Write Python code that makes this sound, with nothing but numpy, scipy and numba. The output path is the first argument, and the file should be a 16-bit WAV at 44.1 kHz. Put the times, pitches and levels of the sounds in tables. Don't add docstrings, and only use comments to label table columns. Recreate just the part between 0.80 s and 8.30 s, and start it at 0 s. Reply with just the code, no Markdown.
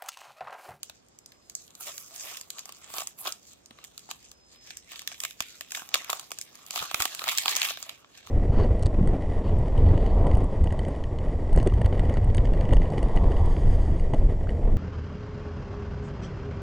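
import sys
import numpy as np
from scipy import signal
from scipy.fft import rfft, irfft
from scipy.io import wavfile
from numba import njit

SR = 44100
rng = np.random.default_rng(int(sys.argv[2]) if len(sys.argv) > 2 else 0)


def waveform_to_disk(signal):
    frames = np.transpose(np.atleast_2d(signal))
    scaled = np.clip(frames, -1, 1) * 32767
    samples = np.round(scaled).astype(np.int16)
    wavfile.write(sys.argv[1], SR, samples)


N = 330750
T = np.arange(N) / SR

# (frequency [Hz], density [dB per Hz])
AIR_SPECTRUM = [(26, -40), (45, 4), (299, 1.5), (488, -2), (723, -5), (838, -8), (2470, -17), (7500, -19),
                (9500, -46), (16000, -52)]
# (peak time [s], level [dB], rise [s], fall [s], pocket re rustle [dB], sheen re rustle [dB])
STROKES = [(.36, -74, 0.18, 0.99, -1, -21), (.8, -62, 0.18, 0.37, -15, -4),
           (1.006, -45, 0.01, 0.57, -12, -1.5), (1.089, -39, 0.1, 0.039, -9.5, -4),
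           (1.345, -45, 0.027, 0.28, -8.5, -4), (1.42, -42.5, 0.14, 0.18, -9, -4),
           (1.485, -39, 0.11, 0.13, -12, -1), (1.54, -42, 0.23, 0.042, -15, -5),
           (1.8, -53.5, 0.15, 0.05, -7.5, -18), (1.886, -51.5, 0.086, 0.057, -8, -4),
           (2.08, -55, 0.47, 0.16, -7, -10), (2.172, -37.5, 0.083, 0.094, -4.5, 2),
           (2.389, -51, 0.016, .15, -6.5, 11.5), (2.472, -36.5, 0.046, 0.057, -2.5, -2.5),
           (2.69, -56, 0.11, 0.17, -20, -7), (2.92, -64, 0.12, 0.19, -5, -26),
           (3.05, -58, 0.12, 0.025, -3, -12), (3.18, -57, 0.15, 0.16, -10.5, -7),
           (3.307, -41, 0.019, 0.037, -10, -20), (3.412, -53, 0.034, 0.14, -17, -13),
           (3.727, -58, 0.043, 0.11, -11.5, -14), (3.876, -50, 0.09, 0.2, -19, -12),
           (4.115, -44.5, 0.051, .25, -14.5, -10), (4.325, -46, 0.071, .07, -18, -22),
           (4.445, -43.5, 0.067, 0.093, -14, -3), (4.73, -51, 0.32, 0.18, -31, -6),
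           (4.964, -39, 0.076, 0.13, -9, -5), (5.15, -39.5, 0.044, 0.19, -8, -13),
           (5.313, -43.5, 0.068, 0.2, -5, -3.5), (5.61, -58.5, .3, 0.63, -40, -21),
           (5.82, -56, 0.43, .4, -8.5, -6.5), (5.97, -39, .08, 0.27, -2.5, -1),
           (6.21, -33.5, 0.049, 0.12, -6, -6), (6.41, -41.5, .3, 0.24, -10, -11),
           (6.49, -33, 0.084, 0.13, -11.5, -1), (6.6, -40.5, 0.1, 0.14, -7, -5),
           (6.69, -31, 0.096, 0.092, -10.5, -8), (6.85, -31, 0.27, 0.13, -12, -5.5),
           (7.09, -51, 0.22, 0.19, -6.5, -9.5), (7.39, -53, .13, .05, -11, -14),
           (7.49, -52, 0.1, .2, -5.5, -12)]
# (time [s], film [dB], pocket re film [dB], facets re film [dB])
SNAPS = [(0.0309, -36, -17, 9), (0.0972, -38, -6, -2.5), (.285, -66, -19, 12), (0.3875, -55.5, -16.5, 13.5),
         (.46, -55.5, -7, 18.5), (0.5197, -43, -23, -12), (0.6974, -48.5, -12, 14),
         (0.7513, -48.5, -25, 26), (0.8785, -50, -25, 2), (0.9057, -61, -9, 13), (0.9516, -53, -6, 16.5),
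         (1.1793, -38, -18.5, 8), (1.228, -63, -25, 8), (1.279, -58.5, -20, 5.5), (1.3606, -45, -11, 13),
         (1.5712, -36, -30, 4.5), (1.6115, -41, -2, 9), (1.7033, -35, -17, 7.5), (1.784, -36, -22, -2),
         (1.792, -41, -22, 11.5), (1.8557, -45, 3, 9.5), (1.892, -39.5, 1.5, -1), (1.9226, -43, -9, 6.5),
         (2.1009, -50, 14, -2), (2.1387, -41.5, 8, 12.5), (2.183, -29, 0, 1.5), (2.205, -32, -3, 0),
         (2.2183, -34.5, 4, -2), (2.2716, -36.5, -3, 11.5), (2.388, -70, -8, 22), (2.4551, -35.5, 9.5, -10),
         (2.4605, -31, -5, -17), (2.4756, -29, -5, 2), (2.523, -38.5, -26, 11.5), (2.718, -62, -10, 14),
         (2.733, -59, -9, 14), (2.8589, -54, -24, 12.5), (2.9079, -43, 3.5, -13), (2.9868, -45.5, 1, -20),
         (3.0409, -40, -31, 2), (3.0471, -45.5, -15, 4), (3.178, -41, -18, 6.5), (3.1932, -50, -13, 8),
         (3.2893, -52, 16.5, -8), (3.312, -30.5, -7.5, 1), (3.515, -46, -7, 4.5), (3.759, -51.5, -10, -8),
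         (3.9052, -31, -18, -18), (3.9702, -42.5, -23, 12), (4.118, -38.5, -2.5, 0), (4.1322, -43, -4, -14),
         (4.158, -35, -24, -11), (4.193, -37, -26, 3), (4.2182, -43.5, -1, 6), (4.2749, -24.5, -20.5, -1),
         (4.3165, -33, -8, -22), (4.3438, -38.5, -24, -17), (4.4028, -32.5, -26, 8.5),
         (4.4363, -27, -6.5, 0), (4.4497, -24.5, -12, -4.5), (4.5084, -37.5, -22, -1),
         (4.6048, -21, -6, -3), (4.622, -34.5, -30, 1), (4.8089, -28, -8.5, -5.5), (4.907, -39.5, -30, 2),
         (4.9195, -31, -11, 2.5), (4.948, -26, -29, -8), (4.9518, -28.5, -20, -5), (4.972, -35, 4.5, -10),
         (5.019, -44, 8, -11), (5.0896, -43, -7, 5), (5.1411, -16, -18, -6.5), (5.1445, -23.5, 0, 5),
         (5.1544, -22.5, -2.5, -13), (5.245, -33.5, -25, -4), (5.2956, -28.5, 4.5, -13),
         (5.3003, -22.5, -26, 1), (5.3076, -36, 6, 0), (5.3296, -25, 2, -1), (5.3954, -35.5, -8, 4),
         (5.506, -45, 5, 6), (5.517, -34.5, 3.5, 9), (5.5865, -39, -9, 11.5), (5.6128, -37, -28, 9),
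         (5.7539, -46.5, -4, 6.5), (5.864, -46.5, -12, 10), (5.9074, -30, -2, 5), (5.938, -37, 0, -5),
         (5.9588, -22, -5, -8), (5.9765, -30, 0, 1.5), (6.0246, -33.5, 10.5, -9), (6.1126, -32, 0, -1),
         (6.144, -17.5, -4, -4), (6.2023, -23, 1, 0), (6.2103, -30, 1, -7), (6.2213, -19.5, -9, 1.5),
         (6.2537, -18.5, -5.5, -2.5), (6.3484, -30.5, -10, 4), (6.3929, -27, -11.5, -12),
         (6.4179, -31.5, 3.5, -9), (6.44, -27, -7, -4), (6.471, -34, 8, -11), (6.4793, -24, 0, -3),
         (6.4878, -18, -10, -9), (6.494, -24, -11, -4), (6.517, -31, -18, -8), (6.5508, -35, -24, 3),
         (6.575, -24.5, -21, 4.5), (6.583, -16.5, -30, -1), (6.6575, -23.5, -2, -1.5),
         (6.6807, -15.5, -16, -20), (6.6939, -31, -3, 7), (6.7111, -33, -3, 8), (6.7243, -26, -12, -12),
         (6.7525, -30, -11, 4), (6.7615, -23, -13, -1), (6.7656, -24.5, -7, 5), (6.8171, -15.5, -16, -14),
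         (6.83, -23, -21, -4), (6.845, -36, -16, 5), (6.8592, -27, -23, -15), (6.887, -25, -14, -9),
         (6.8949, -27.5, -21, -5), (6.9064, -25, -5.5, -18), (6.9723, -32, -8.5, -11),
         (7.0267, -41.5, -0.5, 16), (7.0935, -31.5, -15, -2.5), (7.245, -49.5, 0.5, -30),
         (7.375, -52, -16, 6), (7.466, -50, -2, 6), (7.4714, -42.5, -2, -8)]
# (centre [Hz], width per stage [Hz], level [dB])
FILM_MODES = [(1656, 390, 1.6), (2380, 960, 3.14), (3707, 1860, 4.17)]
# (centre [Hz], width per stage [Hz], level [dB])
POCKET_MODES = [(363, 294, -12.5), (699, 256, -1.2), (1181, 404, 3)]
# (centre [Hz], width per stage [Hz], level [dB])
FACET_MODES = [(4630, 1480, 3.1), (6790, 2660, 6.9), (8454, 1080, 1.6)]
# (centre [Hz], width per stage [Hz], level [dB])
SHEEN_MODES = [(12120, 11800, -0.019), (15230, 5200, -2.4)]
# (centre [Hz], t60 [s], level [dB])
ROOM_BANDS = [(973, 0.049, -30), (3280, 0.27, -21.5), (8830, 0.14, -19)]
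# (time [s], pitch [Hz], level [dB])
WHISTLES = [
    [(.3, 5300, -84), (.5, 5020, -70), (.63, 5050, -66), (.72, 5060, -80)],
    [(3.5, 5170, -68), (3.68, 5050, -67.5), (3.84, 5140, -63), (3.9, 5100, -84)],
]
# (time [s], initial envelope [dB], pitch [Hz], 1/e decay [ms])
BUMPS = [(2.908, -46.5, 237, 9), (4.607, -11.5, 232, 0.25), (6.005, -47, 90, 16), (6.023, -41, 150, 5.7),
         (6.142, -24.5, 130, 1.1), (6.199, -32.5, 71.6, 7.3), (7.459, -54, 90.5, 34)]

AIR_DB = -62.5
RIGHT_LAG_SAMPLES = 4
STROKE_SPAN_DB = 20
FACETS_SHUT_DB, FACETS_DB_PER_S = 9.5, -2
HOLD_DB, HOLD_POCKET_DB, HOLD_SHEEN_DB = -71, -13, -17
SETTLE_DB, SETTLE_T60_S = (-26.5, -31.5, -25, -26), 0.32
SHEEN_DB, SHEEN_DB_PER_FACET_DB = -1.5, 0.55
RUMBLE_PEAK_S, RUMBLE_SPREAD_S, RUMBLE_PEAK_DB = 3.75, 0.73, -72
RUMBLE_HZ, RUMBLE_WIDTH_HZ = 60.3, 26.0
TOP_HZ = 16000


def undb(db):
    return 10 ** (np.asarray(db) / 20)


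def level(x, db):
    return x * undb(db) / np.sqrt(np.mean(x ** 2))


def walk(rate_hz):
    knots_s = np.arange(0, N / SR + 1, 1 / rate_hz)
    return np.interp(T, knots_s, rng.standard_normal(len(knots_s)))


def air():
    f_hz = np.fft.rfftfreq(N, 1 / SR) + 1
    hz, db = np.transpose(AIR_SPECTRUM)
    colour = undb(np.interp(np.log(f_hz), np.log(hz), db))
    mid, side = rfft(rng.standard_normal((2, N))) * colour
    side = side * np.interp(np.log(f_hz), np.log([200, 500]), [.55, 1.25])
    return level(irfft(np.array([mid + side, mid - side]), N), AIR_DB)


@njit
def svf(x, hz, width_hz):
    y, band, low = np.empty(len(x)), 0., 0.
    for i in range(len(x)):
        g = np.tan(np.pi * hz[i] / SR)
        k = width_hz / hz[i]
        v = (band + g * (x[i] - low)) / (1 + g * (g + k))
        band, low = 2 * v - band, low + 2 * g * v
        y[i] = k * v
    return y


def ring(x, modes, drift_hz=0., sway_db=0.):
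    out, power = 0, 0
    for k, (hz, width_hz, db) in enumerate(modes):
        centre_hz = hz + drift_hz * walk(12)[:x.shape[1]]
        gain = undb(db + sway_db * walk(25)[:x.shape[1]])
        width_hz = float(width_hz)
        mode = []
        for port in x:
            first = svf(gain * port + 1e-18, centre_hz, width_hz)
            mode.append(svf(first, centre_hz, width_hz))
        out = out + (-1) ** k * np.array(mode)
        power = power + undb(db) ** 2 * np.pi / 2 * width_hz / SR
    return out / np.sqrt(power)


def ports(shared):
    common = rng.choice([-1., 1.], N)
    own = rng.choice([-1., 1.], (2, N))
    shared = np.clip(shared, 0, 1)
    both = np.array([common, np.roll(common, RIGHT_LAG_SAMPLES)])
    return np.sqrt(shared) * both + np.sqrt(1 - shared) * own


def wrapper(forces, sway_db):
    fine, broad = ports(0.33), ports(0.56)
    shakes = fine, broad, fine, fine
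    parts = FILM_MODES, POCKET_MODES, FACET_MODES, SHEEN_MODES
    out = 0
    for shake, force, modes in zip(shakes, forces, parts):
        drift_hz = 0. if modes is SHEEN_MODES else .045 * modes[-1][0]
        out = out + ring(shake * force, modes, drift_hz=drift_hz, sway_db=sway_db)
    return out


def burst(rise_ms, fall_ms):
    t_ms = T[:1024] * 1000
    shape = (1 - np.exp(-t_ms / rise_ms)) * np.exp(-t_ms / fall_ms)
    return shape / shape.max()


def train(s, db):
    spikes = np.zeros(N)
    index = np.clip((s * SR).astype(int), 0, N - 1)
    np.add.at(spikes, index, undb(db))
    return spikes


def creases():
    s, film_db, pocket_db, facets_db = np.transpose(SNAPS)
    sheen_db = SHEEN_DB + SHEEN_DB_PER_FACET_DB * facets_db
    return s, [film_db, film_db + pocket_db, film_db + facets_db, film_db + sheen_db]


def effort():
    facets_db = FACETS_SHUT_DB + FACETS_DB_PER_S * T
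    film_db = -10 * np.log10(1 + undb(facets_db) ** 2)
    rub, pocket, sheen = (np.full(N, undb(HOLD_DB + db) ** 2) for db in (0, HOLD_POCKET_DB, HOLD_SHEEN_DB))
    for s, db, rise_s, fall_s, pocket_db, sheen_db in STROKES:
        spans = np.where(T < s, (s - T) / rise_s, (T - s) / fall_s)
        power = undb(db - STROKE_SPAN_DB * spans) ** 2
        rub = rub + power
        pocket = pocket + power * undb(pocket_db) ** 2
        sheen = sheen + power * undb(sheen_db) ** 2
    stroked = rub * undb(film_db) ** 2, pocket, rub * undb(film_db + facets_db) ** 2, sheen

    s, parts_db = creases()
    fade = 1000 ** (-2 * T[:SR // 2] / SETTLE_T60_S)
    forces = []
    for power, db, settle_db in zip(stroked, parts_db, SETTLE_DB):
        settle = np.abs(signal.fftconvolve(train(s, 2 * (db + settle_db)), fade)[:N])
        forces.append(np.sqrt(power + settle))
    return forces


def rustle():
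    size = rng.exponential(size=3500)
    when_s = rng.random(len(size)) * N / SR
    forces = []
    for force in effort():
        slip_db = 4.4 * size + 6.3 * rng.standard_normal(len(size))
        spikes = train(when_s, np.minimum(slip_db, 16))
        slips = 2.8 + signal.fftconvolve(spikes, burst(0.048, 1.0))[:N]
        flicker = undb(2.22 * walk(40))
        forces.append(force * flicker * slips / np.sqrt(np.mean(slips ** 2)))
    return wrapper(forces, sway_db=3.5)


def snaps():
    s, parts_db = creases()
    falls_ms = 1.94, 1.96, 1.8, 1.77
    forces = []
    for db, fall_ms in zip(parts_db, falls_ms):
        forces.append(signal.fftconvolve(train(s, db), burst(0.1, fall_ms))[:N])
    return wrapper(forces, sway_db=1.0)


def room(x):
    t, tail = T[:SR // 2], 0
    for hz, t60_s, db in ROOM_BANDS:
        noise = ring(rng.standard_normal((2, len(t))), [(hz, .8 * hz, 0)])
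        band = noise * 1000 ** (-t / t60_s) * (t > .004)
        tail = tail + undb(db) * band / np.sqrt(np.sum(band ** 2) / 2)
    return signal.fftconvolve(x, tail, axes=1)[:, :N]


def whistles():
    out = np.zeros((2, N))
    for call in WHISTLES:
        s, hz, db = np.transpose(call)
        pitch_hz = np.interp(T, s, hz) + 14 * walk(56)
        phase = 2 * np.pi * np.cumsum(pitch_hz) / SR
        loud = undb(np.interp(T, s, db, -200, -200) + 3 * walk(22))
        port_phase = np.array([[0], [1.6]])
        out += np.sqrt(2) * loud * np.sin(phase + port_phase)
    return out


def rumble():
    low = svf(rng.standard_normal(N), np.full(N, 1. * RUMBLE_HZ), RUMBLE_WIDTH_HZ)
    swell = np.exp(-.5 * ((T - RUMBLE_PEAK_S) / RUMBLE_SPREAD_S) ** 2)
    return level(low, RUMBLE_PEAK_DB) * swell


def bumps():
    out = np.zeros(N)
    for s, db, hz, decay_ms in BUMPS:
        t = np.clip(T - s, 0, 1)
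        out += undb(db) * np.sin(2 * np.pi * hz * t) * np.exp(-1000 * t / decay_ms)
    return out


def scene():
    hands = snaps() + rustle()
    return hands + room(hands) + bumps() + whistles() + air() + rumble()


def record(dry):
    treble = signal.sosfilt(signal.butter(2, 9000, "high", fs=SR, output="sos"), dry)
    tilted = dry * undb(np.array([[-1.1], [.9]])) + treble * np.array([[-.25], [.25]])
    firm = signal.sosfilt(signal.butter(2, 48, "high", fs=SR, output="sos"), tilted)
    return signal.sosfilt(signal.ellip(8, .2, 70, TOP_HZ, fs=SR, output="sos"), firm)


dry = scene()
out = record(dry)
waveform_to_disk(out)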